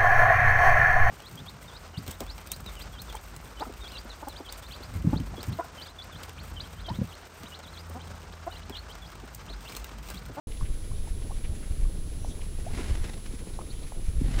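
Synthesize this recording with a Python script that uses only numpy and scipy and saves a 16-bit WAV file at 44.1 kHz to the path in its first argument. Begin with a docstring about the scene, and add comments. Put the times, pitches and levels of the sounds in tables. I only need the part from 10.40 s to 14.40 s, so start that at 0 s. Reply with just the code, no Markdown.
"""A kayak drifts on calm water, the microphone on a mount behind the paddler.
From the start, light wind rumbles on the microphone over a low wash and a hiss with a thin electronic
whine in it. Water spatters and bubbles plip close by. About halfway, ripples begin to tap the hull,
something chirps faintly far off, the hull thuds softly and clothing rustles. Near the end come the
strongest thuds, then a second rustle."""
import sys
import numpy as np
from scipy import signal
from scipy.fft import rfft, irfft
from scipy.io import wavfile
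from scipy.ndimage import uniform_filter1d

SR = 44100
rng = np.random.default_rng(int(sys.argv[2]) if len(sys.argv) > 2 else 0)


def pcm_store(signal):
    """Save signal as 16-bit PCM."""
    levels = np.round(np.clip(np.atleast_2d(signal), -1, 1) * 32767)
    wavfile.write(sys.argv[1], SR, levels.astype(np.int16).T)


N = 176400
TIME = np.arange(N) / SR


def from_db(db):
    """Decibels to gain."""
    return 10 ** (np.asarray(db) / 20)


def unit_rms(x):
    """Scale to unit rms."""
    return x / np.sqrt(np.mean(x ** 2) + 1e-20)


def lowpass(x, hz):
    """Soften the top with a two-pole filter."""
    return signal.sosfilt(signal.butter(2, hz, fs=SR, output="sos"), x)


def swell(peak_s, db, width_s):
    """A bell-shaped envelope; its width is one standard deviation."""
    return from_db(db) * np.exp(-np.minimum(((TIME - peak_s) / width_s) ** 2 / 2, 20))


def drift(hz):
    """Random wander of spread 1, mostly slower than hz."""
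    step, settle = 40, 2000
    pole = np.exp(-2 * np.pi * hz * step / SR)
    jitter = rng.standard_normal(N // step + settle + 2)
    slow = signal.lfilter([1], [1, -2 * pole, pole * pole], jitter)[settle:]
    return np.interp(np.arange(N) / step, np.arange(len(slow)), unit_rms(slow))


def colour(x, spectrum):
    """Give a signal a smooth spectrum, falling 18 dB an octave beyond its ends; rms 1."""
    hz, db = np.transpose(spectrum)
    octave, knots = np.log2(np.arange(N // 2 + 1) * SR / N + 1e-3), np.log2(hz)
    beyond = abs(octave - np.clip(octave, knots[0], knots[-1]))
    gain = from_db(np.interp(octave, knots, db) - 18 * beyond)
    return unit_rms(irfft(rfft(x) * gain, N))


def noise(spectrum):
    """Noise with the given spectrum."""
    return colour(rng.standard_normal(N), spectrum)


def grains(clicks_per_s=1200, spread_db=6, click_share=0.1):
    """Fine friction noise mixed with tiny soft clicks of uneven size."""
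    sizes = from_db(spread_db * np.minimum(rng.exponential(1, N), 3.5)) * rng.choice([-1, 1], N)
    clicks = sizes * (rng.random(N) < clicks_per_s / SR)
    clicks = unit_rms(lowpass(clicks + 1e-18, hz=7000))
    return np.sqrt(click_share) * clicks + np.sqrt(1 - click_share) * rng.standard_normal(N)


# Puffs on the microphone. Each row: time in seconds, level in dB before trim and flutter.
WIND_PUFFS = [(0.08, -28.5), (0.18, -34), (0.24, -21), (0.33, -30), (1.09, -29.5), (1.29, -32.5),
              (1.44, -18.5), (1.53, -29), (2.45, -32.5), (2.51, -19.5), (2.56, -29), (2.62, -23.5),
              (2.7, -35), (3.34, -36), (3.86, -22), (3.9, -35), (3.93, -20), (4.0, -21)]
# Their rumble. Each row: frequency in Hz, relative level in dB.
WIND_SPECTRUM = [(12, -3.5), (22, 4.5), (50, -5), (75, -10), (110, -19), (170, -29), (300, -48), (700, -66)]


def wind(trim_db=-1.5, flutter_db=3.5):
    """Lumpy low turbulence on the microphone, swelling with each puff."""
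    eddies = noise(WIND_SPECTRUM)
    eddies /= np.sqrt(uniform_filter1d(eddies ** 2, size=5000))  # evened out, so the puffs lead
    puff_db = np.interp(TIME, *np.transpose(WIND_PUFFS))
    return eddies * from_db(puff_db + trim_db + flutter_db * drift(hz=36))


# Open water and the far shore. Each row: frequency in Hz, relative level in dB.
WASH_SPECTRUM = [(60, 5), (135, 1.5), (250, -4), (420, -6), (680, -16.5), (1200, -25.5), (2500, -54)]


def wash(level_db=-45.5, flutter_db=2.5):
    """The water all around makes a low, restless wash."""
    return noise(WASH_SPECTRUM) * from_db(level_db + flutter_db * drift(hz=42))


# The hiss behind everything. Each row: frequency in Hz, relative level in dB.
HISS_SPECTRUM = [(500, 0.5), (1400, 5.5), (2200, 2.5), (3700, 6.5), (5200, 3), (8200, 3.3), (9500, 0.5),
                 (12000, -3.5), (15500, -5)]
# The whine within it. Each row: frequency in Hz, rms level in dB.
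WHINE_TONES = [(10040, -55), (8500, -89)]


def hiss_and_whine(hiss_db=-55):
    """Even hiss with a thin electronic whine of steady sine tones."""
    whine = sum(np.sqrt(2) * from_db(db) * np.sin(2 * np.pi * hz * TIME) for hz, db in WHINE_TONES)
    return from_db(hiss_db) * noise(HISS_SPECTRUM) + whine


# Fine lapping along the waterline. Each row: frequency in Hz, relative level in dB.
LAPPING_SPECTRUM = [(900, -3.5), (2300, 6.5), (3400, -2.5), (5000, -1.5), (8000, -0.5)]


def lapping(level_db=-62, flutter_db=4.5):
    """Faint fizz that comes and goes with the ripples."""
    fizz = colour(grains(), LAPPING_SPECTRUM)
    return fizz * from_db(level_db + flutter_db * np.minimum(drift(hz=21), 2))


# Small spatters close by. Each row: peak time in seconds, level in dB, centre in Hz, width in seconds.
WATER_SPATTERS = [(0.12, -47, 2700, 0.0046), (0.176, -51.5, 2900, 0.005), (0.206, -55, 4500, .004),
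                  (0.26, -53.5, 2200, 0.0095), (0.575, -58, 3200, 0.016), (0.828, -54, 2600, .007),
                  (1.052, -49.5, 2360, 0.0096), (1.238, -53, 1720, 0.011), (1.897, -55, 6500, .014),
                  (2.018, -50, 2700, 0.0052)]


def spatters(edge_ratio=1.38):
    """Brief bright fizzles of water along the hull, each a band of grainy noise."""
    fizz, out = grains(), np.zeros(N)
    for peak_s, db, hz, width_s in WATER_SPATTERS:
        band = signal.butter(2, [hz / edge_ratio, hz * edge_ratio], "band", fs=SR, output="sos")
        out += swell(peak_s, db, width_s) * unit_rms(signal.sosfilt(band, fizz))
    return out


# Bubbles beside the boat. Each row: start in seconds, peak level in dB, starting pitch in Hz,
# rise in Hz per second, decay time in seconds.
BUBBLES = [(0.2103, -35, 1050, 15000, 0.0021), (0.2233, -46, 1110, 10000, 0.0045),
           (0.514, -44.5, 940, 32300, 0.0052), (0.673, -41.5, 750, 28000, 0.0045),
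           (.895, -46, 860, 8000, .006), (.9075, -36.5, 707, 24000, 0.0048),
           (.916, -41, 1047, 8000, 0.0052), (1.451, -48.5, 1080, 12000, .006),
           (2.265, -32.5, 615, 11400, 0.01), (2.384, -38.5, 994, 2000, 0.0059),
           (2.392, -28.5, 370, 1000, 0.0043), (3.192, -43, 890, 25400, 0.0078),
           (3.212, -40, 1170, 15000, 0.0026)]


def plips(attack_s=0.00096, length_s=0.1):
    """Each bubble rings for a few cycles, its pitch climbing as it surfaces."""
    out = np.zeros(N)
    for start_s, db, hz, rise, decay_s in BUBBLES:
        age = np.clip(TIME - start_s, 0, length_s)
        envelope = (1 - np.exp(-age / attack_s)) * np.exp(-age / decay_s) * (age < length_s)
        phase = 2 * np.pi * (hz * age + rise * age * age / 2)
        out += from_db(db) * envelope / envelope.max() * np.sin(phase)
    return out


# Ripples on the hull, close. Each row: peak time in seconds, level in dB before softening, pitch in Hz.
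RIPPLE_TAPS = [(1.848, -28.5, 740), (1.9942, -38.5, 900), (3.1906, -26, 850), (3.216, -41, 600),
               (3.522, -31.5, 775), (3.5495, -43, 620)]


def taps(width_cycles=0.51):
    """A ripple closes against the hull: a round, hollow pop of one or two cycles."""
    pops = sum(swell(peak_s, db, width_cycles / hz) * np.cos(2 * np.pi * hz * (TIME - peak_s))
               for peak_s, db, hz in RIPPLE_TAPS)
    return lowpass(pops, hz=1460)


# Chirps far across the water. Each row: peak time in seconds, level in dB, pitch at the peak in Hz,
# rise in Hz per second, width in seconds.
FAR_CHIRPS = [(1.87, -60, 5900, 6, 0.052), (1.914, -54.5, 3500, 0, 0.014), (3.138, -57, 4030, 0, 0.0058),
              (3.311, -47.5, 4180, 21989, 0.0069), (3.357, -61.5, 3290, 0, .05),
              (3.427, -58.5, 4000, 0, .02)]


def chirps(blur_hz=280):
    """Far, blurred chirps, probably birds: narrow bands of noise, level or gliding up."""
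    blur = unit_rms(lowpass(rng.standard_normal((2, N)), blur_hz))
    out = np.zeros(N)
    for peak_s, db, hz, rise, width_s in FAR_CHIRPS:
        t = TIME - peak_s
        phase = 2 * np.pi * t * (hz + rise * t / 2)
        out += swell(peak_s, db, width_s) * (blur[0] * np.cos(phase) + blur[1] * np.sin(phase))
    return out


# Knocks on the hull under the microphone. Each row: start in seconds, strength in dB.
HULL_KNOCKS = [(1.89, -31.5), (2.40, -30), (2.523, -44), (2.935, -32.5), (3.811, -18.5), (3.858, -27.5),
               (3.879, -23.5), (3.905, -26.5), (3.978, -29)]
# The hull's modes. Each row: frequency in Hz, relative level in dB, seconds to fall by 60 dB.
HULL_MODES = [(77, -2.5, 0.082), (139, -6, 0.086), (205.4, -3.5, 0.05), (263.5, -1.5, 0.058),
              (385, -6.5, 0.017)]


def thuds():
    """Soft knocks set the damped plastic hull ringing, each with its own balance of modes."""
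    start_s, knock_db = np.transpose(HULL_KNOCKS)
    onsets = (start_s * SR).astype(int)
    uneven_db = rng.normal(0, 2.5, (len(onsets), len(HULL_MODES)))
    out = np.zeros(N)
    for k, (hz, mode_db, t60) in enumerate(HULL_MODES):
        knocks = np.zeros(N)
        knocks[onsets] = from_db(knock_db + mode_db + uneven_db[:, k])
        pole, angle = from_db(-60 / (t60 * SR)), 2 * np.pi * hz / SR
        feedback = [1, -2 * pole * np.cos(angle), pole * pole]
        ring = signal.lfilter([0, np.sin(angle)], feedback, knocks + 1e-18)
        out += (-1) ** k * ring  # neighbouring modes start in opposite directions
    return lowpass(out, hz=390)


# The paddler's clothing, just ahead of the microphone. Each row: peak time in seconds, level in dB,
# widths of the rise and of the fall in seconds.
CLOTH_RUBS = [(2.41, -42.5, .065, 0.13), (2.65, -46.5, 0.075, 0.07), (3.95, -43, 0.075, .1),
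              (3.992, -35.5, 0.012, .03)]
# The fabric catches and lets go. Each row: peak time in seconds, level in dB.
CLOTH_SNAGS = [(2.337, -44), (2.497, -41.5), (2.555, -38), (2.645, -40), (2.74, -42), (2.779, -45),
               (2.862, -44)]
# Its swish, then its midrange rasp. Each row: frequency in Hz, relative level in dB.
SWISH_SPECTRUM = [(200, 18.5), (420, 9), (750, 7), (1300, 2.5), (2000, 5), (4000, 0), (6000, -4.5),
                  (8300, -4.5), (11000, -14), (15500, -21)]
RASP_SPECTRUM, RASP_DB = [(1000, 2), (1600, 3), (2200, -4), (4000, -40)], -41


def rustles(flutter_db=2.5, snag_width_s=0.0033, hard_rub_db=-35.5):
    """Fabric slides over fabric: a grainy swish that snags here and there and rasps when pressed."""
    rub = np.sqrt(sum(swell(peak_s, db, np.where(TIME < peak_s, rise_s, fall_s)) ** 2
                      for peak_s, db, rise_s, fall_s in CLOTH_RUBS))
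    snags = sum(swell(peak_s, db, snag_width_s) for peak_s, db in CLOTH_SNAGS)
    flutter = from_db(flutter_db * drift(hz=46))
    swish = np.hypot(rub * flutter, snags) * colour(grains(), SWISH_SPECTRUM)
    pressure = rub / from_db(hard_rub_db)
    rasp = from_db(RASP_DB) * pressure ** 2 * noise(RASP_SPECTRUM)
    return swish + rasp


def scene():
    """All sources in the open air, at one microphone behind the paddler."""
    bed = wind() + wash() + hiss_and_whine() + lapping()
    return (bed + spatters() + plips() + taps() + chirps() + thuds() + rustles())[None]


def record(dry):
    """The sound opens after a moment of silence; the top is cut steeply."""
    start_s, fade_s, cutoff_hz = 0.071, 0.001, 15750
    opening = np.clip((TIME - start_s) / fade_s, 0, 1)
    return signal.sosfilt(signal.ellip(12, .1, 80, cutoff_hz, fs=SR, output="sos"), dry * opening)


dry = scene()
out = record(dry)
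pcm_store(out)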